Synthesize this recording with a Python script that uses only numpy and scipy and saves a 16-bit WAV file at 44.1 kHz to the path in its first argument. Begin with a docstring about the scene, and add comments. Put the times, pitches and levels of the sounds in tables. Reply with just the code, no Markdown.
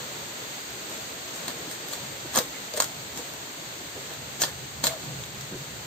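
"""A large scaly fish is pushed in short shoves through an upright fixed blade, on a tiled floor.
Throughout: noise hiss and a growing low rumble in a small hard room, heard by two spaced microphones.
From 0.9 s: light scrapes, as random crackle. Near 2.4, 2.8, 4.4 and 4.9 s: hard shoves; scales crunch,
bones snap (noise bursts, damped rings), wet skin squeaks (gliding notes), the base knocks (damped modes).
From 5.1 s: ticks, a faint snap, low bumps (sagging sines) and a muffled rustle (filtered crackle)."""
import sys
import numpy as np
from scipy import signal
from scipy.fft import rfft, irfft
from scipy.io import wavfile
from scipy.ndimage import uniform_filter1d

SR = 44100
rng = np.random.default_rng(int(sys.argv[2]) if len(sys.argv) > 2 else 0)


def transcribe(u):
    """Save the signal u as a 16-bit wav file named by the first command-line argument.

    u: samples, shape (n,) or (channels, n), limited to [-1, 1]; the rate is SR.
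    q: integer samples, one column per channel.
    """
    v = np.clip(np.atleast_2d(u).T, -1, 1)
    q = np.round(v * 32767).astype(np.int16)
    wavfile.write(sys.argv[1], SR, q)


N = 258426


def amp(db):
    """Decibels to gain."""
    return 10 ** (np.asarray(db) / 20)


def evened(x):
    """Scales to an rms of 1."""
    return x / np.sqrt(np.mean(x ** 2) + 1e-20)


def read(points, hz):
    """A table joined by straight lines over log frequency."""
    f, value = np.transpose(points)
    return np.interp(np.log(hz + 1), np.log(f + 1), value)


def curve(points):
    """A table joined by straight lines over time."""
    return np.interp(np.arange(N) / SR, *np.transpose(points))


def add(mix, s, sound):
    """Mixes a sound in at s seconds."""
    part = mix[..., max(round(s * SR), 0):][..., :sound.shape[-1]]
    part += sound[..., :part.shape[-1]]


def panned(x, side_table):
    """Splits a left-right level difference by pitch over a stereo spectrum."""
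    hz = np.fft.rfftfreq(N, 1 / SR)
    return x * amp(np.outer([.5, -.5], read(side_table, hz)))


def colour(x, spectrum, size=2048):
    """Causal minimum-phase filter of unit energy: a click rings after it lands, never before."""
    hz = abs(np.fft.fftfreq(size, 1 / SR))
    log_gain = np.log(amp(read(spectrum, hz)))
    taps = np.fft.ifft(np.exp(np.conj(signal.hilbert(log_gain)))).real
    return signal.oaconvolve(x, taps[None] / np.linalg.norm(taps), axes=1)[:, :N]


def resonate(x, hz, width_hz):
    """A damped resonance of peak gain 1: shift down, smooth, shift back up."""
    turn = np.exp(2j * np.pi * np.cumsum(hz * np.ones(x.shape[-1])) / SR)
    r = np.exp(-np.pi * width_hz / SR)
    return 2 * (turn * signal.lfilter([1 - r], [1, -r], x / turn + 1e-18)).real


def uneven(t, spread_db, step_s):
    """A gain that wanders between random levels, a new one every step_s."""
    levels = rng.standard_normal(size=200)
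    return evened(amp(spread_db * np.interp(t / step_s, np.arange(len(levels)), levels)))


def crackle(count, share, per_s=4500, spread_db=3):
    """Tiny fractures at random moments; a share of their power reaches both microphones alike."""
    size = amp(spread_db * np.minimum(rng.exponential(1, (3, count)), 4))
    sign = rng.choice([-1, 1], size.shape)
    both, left, right = evened(size * sign * (rng.random(size.shape) < per_s / SR))
    share = np.clip(share, 0, 1)
    return np.sqrt(share) * both + np.sqrt(1 - share) * np.array([left, right])


# hiss, left minus right: f/Hz, level/dB
HISS_SIDE = [(100, -0.5), (500, 1), (1400, -1), (2800, -1.3), (4000, 0), (5500, 0), (6700, 3), (8300, 1.5),
             (12000, -2), (16000, -1)]
MIC_SPACING_M = 0.18


def diffuse(spectrum):
    """Noise from all sides: the two microphones agree only at long wavelengths."""
    hz = np.fft.rfftfreq(N, 1 / SR)
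    a, b = rfft(rng.standard_normal((2, N)))
    same = np.sinc(2 * hz * MIC_SPACING_M / 343) * .93  # 343 m/s: speed of sound
    pair = np.array([a, same * a + np.sqrt(1 - same ** 2) * b])
    return evened(irfft(panned(pair, HISS_SIDE) * amp(read(spectrum, hz)), N))


# spectra: f/Hz, level/dB
HISS = [(25, -23), (48, -22), (70, -4.5), (130, 2.5), (400, 5), (780, 3), (1100, 1.5), (1800, 2), (2500, 0),
        (3800, 1.5), (5400, 2), (7500, -3), (8450, -2.5), (9300, -52), (11000, -38), (11650, -9),
        (15500, -11)]
RUMBLE = [(25, -41), (48, -18), (72, -3.5), (92, -8.5), (138, 3.5), (200, -13), (350, -19), (800, -75)]
# courses: t/s, level/dB (hiss: before hiss_gain_db)
HISS_DB = [(0.0, -39), (1.5, -38.5), (3.0, -40), (5.86, -41)]
RUMBLE_DB = [(0, -58.5), (1.2, -55), (2.6, -53), (3.9, -51), (4.5, -43.5), (5.86, -45)]


def background(hiss_gain_db=4, waver_db=0.46, patchy_db=2.0, patchy_below_hz=900):
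    """Steady hiss and a growing rumble; the level wavers slightly, the low end comes in uneven patches."""
    hiss = diffuse(HISS) * amp(curve(HISS_DB) + hiss_gain_db)
    rumble = diffuse(RUMBLE) * amp(curve(RUMBLE_DB))
    hz, _, z = signal.stft(hiss + rumble, SR, nperseg=2048, noverlap=1536)
    patches = uniform_filter1d(rng.standard_normal(z.shape[1:]), size=5, axis=0)
    patches = evened(uniform_filter1d(patches, size=7, axis=1))
    waver = evened(uniform_filter1d(rng.standard_normal(z.shape[2]), size=9))
    lowness = 1 / (1 + (hz[:, None] / patchy_below_hz) ** 2)
    z = z * amp(patchy_db * patches * lowness + waver_db * waver)
    return signal.istft(z, SR, nperseg=2048, noverlap=1536)[1][:, :N]


# decay of the tail: f/Hz, t60/s
ROOM_T60 = [(150, 0.091), (600, 0.22), (3000, 0.24), (8000, 0.24), (16000, 0.29)]


def room(x, tail_db=-7, near_db=-6, near_s=0.0043, count=2000):
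    """Close echoes off floor and body, then the short tail of tiled walls."""
    size, step = SR // 2, SR // count
    taps = np.zeros((2, size))
    slots = np.arange(2 * step, size - step, step)
    at = slots + rng.integers(0, step, (2, len(slots)))  # one echo a slot
    np.put_along_axis(taps, at, rng.choice([-1., 1.], at.shape), 1)
    near = taps * rng.choice([-1, 1], taps.shape) * np.exp(-np.arange(size) / SR / near_s)
    hz, t, z = signal.stft(taps, SR, nperseg=256)
    decay = np.exp(-np.log(1000) * t / read(ROOM_T60, hz)[:, None])
    tail = signal.istft(z * decay, SR, nperseg=256)[1][:, :size]
    echoes = amp(tail_db) * tail / np.linalg.norm(tail[0]) + amp(near_db) * near / np.linalg.norm(near[0])
    return signal.fftconvolve(x, echoes, axes=1)[:, :N]


# wet fish drags as it is shifted: t/s, length/s, level/dB, centre f/Hz, width/Hz
RUBS = [(1.643, 0.057, -43, 337, 300), (2.236, 0.047, -48, 517, 400), (2.385, 0.14, -50.5, 280, 250),
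        (3.721, 0.15, -49.5, 328, 130), (3.94, 0.065, -42.5, 400, 380), (5.496, 0.083, -42.5, 254, 417),
        (5.513, 0.055, -51, 1500, 350), (5.524, 0.059, -42.5, 340, 120), (5.57, .12, -53, 370, 450)]


def rubs(grains_per_s=900, rub_share=1.0):
    """Wet flesh drags over hand and floor: a muffled, grainy rustle that swells and fades."""
    out = np.zeros((2, N))
    for s, length_s, db, hz, width_hz in RUBS:
        grains = crackle(SR // 3, rub_share, grains_per_s)
        rustle = resonate(resonate(grains, hz, width_hz), hz, width_hz)
        rustle = rustle[:, -round(length_s * SR):]  # skips the build-up
        add(out, s, amp(db) * evened(rustle * signal.windows.tukey(rustle.shape[1], .8)))
    return out


# soft bumps of handled fish: t/s, level/dB, starting f/Hz
BUMPS = [(1.486, -38, 298), (2.247, -33, 375), (2.37, -28.5, 252), (3.16, -40.5, 255), (3.19, -40, 335),
         (4.832, -33, 258), (5.106, -38.5, 145), (5.517, -38, 204)]
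BUMP_PERIODS, BUMP_SAG = 7.3, 0.21  # length in starting periods; share by which the pitch falls


def bumps():
    """Settling flesh gives a short low swell of sagging pitch and no click; the lower, the longer."""
    out = np.zeros(N)
    for s, db, hz in BUMPS:
        length_s = BUMP_PERIODS / hz
        t = np.arange(0, length_s, 1 / SR)
        turns = np.cumsum(hz * (1 - BUMP_SAG * t / length_s)) / SR
        swell = np.sin(np.pi * (t / length_s) ** 0.62)
        add(out, s, amp(db) * swell * np.sin(2 * np.pi * turns))
    return out


# the blade's base rocks on the floor: t/s, level/dB, favoured f/Hz
KNOCKS = [(2.376, -23, 597), (2.402, -25, 520), (2.74, -21, 635), (2.776, -17.5, 626), (3.193, -35, 484),
          (4.422, -31, 780), (4.441, -27, 780), (4.876, -22.5, 626)]
# modes of the base: f/Hz, level/dB, t60/s
BASE = [(485, 8, 0.062), (543, -9, 0.039), (619, -3, 0.072), (775, -12, 0.064)]


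def knocks(attack_s=0.0018, favour_db_per_octave=36, detune_share=0.012):
    """The base rings briefly in damped modes; the spot on which it rocks favours some of them."""
    out, t = np.zeros(N), np.arange(SR // 3) / SR
    attack = 1 - np.exp(-t / attack_s)
    for s, db, favoured_hz in KNOCKS:
        for hz, level_db, t60_s in BASE:
            mode_hz = hz * (1 + detune_share * rng.standard_normal())
            mode = np.exp(-np.log(1000) * t / t60_s) * np.sin(2 * np.pi * mode_hz * t)
            loss_db = favour_db_per_octave * abs(np.log2(hz / favoured_hz))
            add(out, s, amp(db + level_db - loss_db) * mode * attack)
    return out


# wet skin along the steel: t/s, length/s, first f/Hz, last f/Hz, width/Hz, level/dB
SQUEAKS = [(2.53, 0.055, 2060, 2080, 300, -36), (4.428, 0.087, 1780, 1695, 140, -45),
           (4.462, 0.041, 468, 573, 40, -42), (4.884, 0.022, 2270, 2140, 260, -36),
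           (4.885, 0.083, 752, 584, 75, -33.5), (4.947, 0.042, 632, 583, 110, -39)]


def squeaks(overtone_db=-19, rough_db=4, rough_s=0.00336):
    """Stick and slip gives a short gliding note that stutters, with weak overtones."""
    out = np.zeros(N)
    for s, length_s, first_hz, last_hz, width_hz, db in SQUEAKS:
        hz = np.linspace(first_hz, last_hz, round(length_s * SR))
        smooth = [1, -np.exp(-np.pi * width_hz / SR)]
        drift = evened(signal.lfilter([1], smooth, rng.standard_normal(SR // 4)))[:len(hz)]
        phase = 2 * np.pi * np.cumsum(hz + width_hz * drift / 2) / SR
        note = np.sin(phase) + amp(overtone_db) * (np.sin(2 * phase) + np.sin(3 * phase))
        stutter = uneven(np.arange(len(hz)) / SR, rough_db, rough_s)
        add(out, s, amp(db) * note * stutter * signal.windows.tukey(len(hz), .9))
    return out


# single scales off the edge: t/s, level/dB
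FLICKS = [(.898, -39), (1.3429, -41), (1.7131, -34), (1.8857, -32.5), (2.4524, -41), (3.1748, -32),
          (3.3374, -39), (3.5659, -54), (4.1376, -40), (5.261, -42), (5.4107, -37)]


def flicks(decay_s=0.00038):
    """A scale lets go with one dry tick of decaying noise."""
    out, t = np.zeros((2, N)), np.arange(SR // 200) / SR
    for s, db in FLICKS:
        add(out, s, amp(db) * evened(rng.standard_normal((2, len(t))) * np.exp(-t / decay_s)))
    return out


# shoves and scrapes: t of most force/s, length/s, crisp scale level/dB, dull flesh level/dB,
# rasp f/Hz, f of the cut's hollow/Hz
SHOVES = [(0.939, 0.21, -44.5, -48.5, 7300, 800), (1.353, 0.071, -40.5, -54, 7100, 650),
          (1.494, 0.09, -41, -39.5, 4500, 616), (1.72, 0.076, -38, -46, 8400, 450),
          (1.931, .1, -37.5, -43, 7360, 600), (2.342, 0.031, -32, -43, 7000, 900),
          (2.374, 0.11, -35.5, -32, 4400, 1160), (2.777, .08, -33.5, -37, 7000, 480),
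          (2.821, 0.068, -31.5, -35.5, 7380, 1050), (3.185, 0.097, -39.5, -42, 7100, 696),
          (4.12, 0.109, -51, -44, 3500, 516), (4.42, 0.06, -26, -38, 6400, 744),
          (4.441, 0.048, -28.5, -34.5, 4370, 760), (4.473, 0.076, -45, -45, 3200, 1200),
          (4.849, 0.043, -26, -32, 7440, 560), (4.869, 0.048, -25, -36.5, 4060, 694),
          (4.917, 0.067, -42, -40.5, 3800, 1110)]
RISE_SHARE, FORCE_POWER = .47, 0.99  # force builds over this share of a shove, then lets go


def shoves(scale_share=0.07, flesh_share=0.63, rasp_width_hz=1100, rasp_db=-3,
           hollow_width_hz=350, hollow_db=-9, idle_db=-56, catch_db=3, catch_s=0.0014):
    """The edge crackles through scales and flesh as force swells, catching unevenly; faint crackle idles."""
    crisp, dull = amp(idle_db) * crackle(N, 0), np.zeros((2, N))
    for s, length_s, crisp_db, dull_db, rasp_hz, hollow_hz in SHOVES:
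        t, rise_s = np.arange(0, length_s, 1 / SR), RISE_SHARE * length_s
        force = np.interp(t, [0, rise_s, length_s], [0, 1, 0]) ** FORCE_POWER
        force = force * uneven(t, catch_db, catch_s)
        scales = crackle(SR // 3, scale_share)[:, :len(t)]
        flesh = crackle(SR // 3, flesh_share)[:, :len(t)]
        rasp = evened(resonate(scales, rasp_hz, rasp_width_hz))
        hollow = evened(resonate(flesh, hollow_hz, hollow_width_hz))
        add(crisp, s - rise_s, amp(crisp_db) * force * evened(scales + amp(rasp_db) * rasp))
        add(dull, s - rise_s, amp(dull_db) * force * evened(flesh + amp(hollow_db) * hollow))
    return crisp, dull


# snaps of bone: t/s, crack level/dB, thump in the flesh level/dB, ring of the piece level/dB,
# its main f/Hz, its second f/Hz, pop of the cut's hollow level/dB, hollow f/Hz
SNAPS = [(1.4814, -34, -39, -35, 4380, 6960, -51, 1080), (1.9354, -38, -51, -36, 4370, 6900, -48, 1210),
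         (2.3514, -32, -42, -35, 4300, 8300, -44, 920), (2.3572, -32, -42, -38, 3400, 1860, -37, 910),
         (2.3602, -24.5, -34, -31, 8500, 6800, -44, 1700), (2.369, -37, -30, -31, 6600, 7200, -36, 545),
         (2.3745, -26, -37, -25, 6250, 7000, -39, 900), (2.377, -29, -33, -45, 7450, 2020, -35, 1300),
         (2.388, -21.5, -44, -30, 4700, 6300, -29.5, 620), (2.3898, -44, -45, -36, 8300, 3730, -49, 1910),
         (2.7384, -36, -49, -38.5, 4690, 6600, -55, 620), (2.7744, -36, -45, -34, 8500, 4670, -43, 2020),
         (2.8025, -23, -29.5, -22, 6770, 4470, -38, 1070), (2.8062, -32, -52, -32, 6900, 7700, -42, 1060),
         (2.8224, -31, -47, -33, 6450, 7700, -38, 1430), (2.8442, -33, -49, -50, 4200, 7700, -54, 1090),
         (4.4192, -25.5, -40, -24, 5870, 6800, -39, 766), (4.4222, -30, -44, -38, 4150, 2900, -55, 700),
         (4.4278, -37, -45, -29, 6900, 8200, -48, 1700), (4.4364, -36, -32.5, -26, 4600, 3500, -38, 1800),
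         (4.8403, -30, -42, -25, 4340, 6800, -34, 930), (4.8432, -33, -46, -35, 7060, 4060, -43, 450),
         (4.8695, -28, -60, -23.5, 4150, 7370, -44, 1900), (4.8746, -40, -53, -30, 6600, 3740, -42, 620),
         (5.2378, -57, -62, -40, 3620, 6560, -66, 700)]


def snaps(splinter_s=0.00044, yield_s=0.0024, ring_s=0.001, second_db=-3, break_share=0.081,
          break_hz=5800, push_hz=3200, lag_s=.00005, tear_db=-15, tear_s=0.012, tear_share=2.5, pop_s=0.0028):
    """A piece yields, breaks, splinters and tears on; it rings in two short modes and the hollow pops."""
    crisp, dull, rings = np.zeros((3, 2, N))
    t = np.arange(-SR // 400, SR // 80) / SR  # 0 at the break
    push = evened(np.exp(-(np.pi * push_hz * t) ** 2))  # wet flesh rounds the first pulse
    first_break = evened(t * np.exp(-(np.pi * break_hz * t) ** 2))  # bone flicks out and back
    burst = np.exp(-abs(t) / np.where(t < 0, yield_s, splinter_s))
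    burst = burst + amp(tear_db) * (t > 0) * np.exp(-abs(t) / tear_s)
    since = np.maximum(t - np.array([[0], [lag_s]]), 0)  # ring and pop reach the left microphone first
    for s, crack_db, thump_db, ring_db, piece_hz, second_hz, pop_db, hollow_hz in SNAPS:
        splinters = evened(rng.standard_normal((2, len(t))) * burst)
        modes = np.sin(2 * np.pi * piece_hz * since) + amp(second_db) * np.sin(2 * np.pi * second_hz * since)
        ring = evened(modes * np.exp(-since / ring_s))
        pop = evened(np.sin(2 * np.pi * hollow_hz * since) * np.exp(-since / pop_s))
        add(crisp, s + t[0], amp(crack_db) * evened(splinters + break_share * first_break))
        add(dull, s + t[0], amp(thump_db) * evened(push + tear_share * splinters))
        add(rings, s + t[0], amp(ring_db) * ring + amp(pop_db) * pop)
    return crisp, dull, rings


# spectra of scale and flesh: f/Hz, level/dB
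CRISP = [(300, -84), (1500, 10), (2600, -2.5), (3400, 8), (4300, 3.5), (5400, 13.5), (6600, 3.5), (7600, 2),
         (8400, 7.5), (9200, -9.5), (12000, 6), (15500, 0.5)]
FLESH = [(30, -35), (60, -10), (180, 1), (550, 11.5), (800, 13), (1400, 8.5), (1750, 12), (2300, 5.5),
         (4000, 13.5), (9000, -38)]
# modes of the steel: f/Hz, width/Hz, level/dB
BLADE = [(1050, 30, -26), (1250, 27, -20), (1800, 21, -11), (4280, 17, -27), (4840, 37, 5.5),
         (6230, 45, -6), (8050, 55, -14)]


def cutting():
    """Crackles, flicks and snaps sound through the fish and stir the damped modes of the steel."""
    scales, flesh = shoves()
    cracks, thumps, rings = snaps()
    cut = colour(scales + cracks + flicks(), CRISP) + colour(flesh + thumps, FLESH) + rings
    steel = sum(amp(db) * resonate(cut, hz, width_hz) for hz, width_hz, db in BLADE)
    return cut + steel


# work and its echoes, left minus right: f/Hz, level/dB
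CUT_SIDE = [(200, -5), (550, 4.5), (1100, 0), (1900, -4), (3000, 2.5), (4200, -1), (5600, 0), (7500, 2.5),
            (13000, -1.5)]


def scene():
    """The work in its room, louder left or right by pitch, over bumps, rubs and background."""
    work = cutting() + knocks() + squeaks()
    placed = irfft(panned(rfft(work + room(work)), CUT_SIDE), N)
    return placed + bumps() + rubs() + background()


# microphone colour: f/Hz, level/dB
MIC = [(4600, -1.5), (4850, -8), (6000, -7.5), (6250, 0), (7650, 2.5), (7850, -2), (8400, 0), (8900, 5.5),
       (11650, -9.5)]
# narrow gap in the treble, lift above it: f/Hz, level/dB
TREBLE_GAP = [(8500, 0), (9350, -2), (9800, -17), (11200, -38), (11650, 9)]
EDGE_HZ = 15600


def record(dry):
    """Microphone colour, a gap in the treble, then a linear-phase band limit."""
    hz = np.fft.rfftfreq(N, 1 / SR)
    heard = irfft(rfft(dry) * amp(read(MIC, hz) + read(TREBLE_GAP, hz)), N)
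    band_limit = signal.firwin(511, EDGE_HZ, window=("kaiser", 9), fs=SR)
    return signal.oaconvolve(heard, band_limit[None], "same")


dry = scene()
out = record(dry)
transcribe(out)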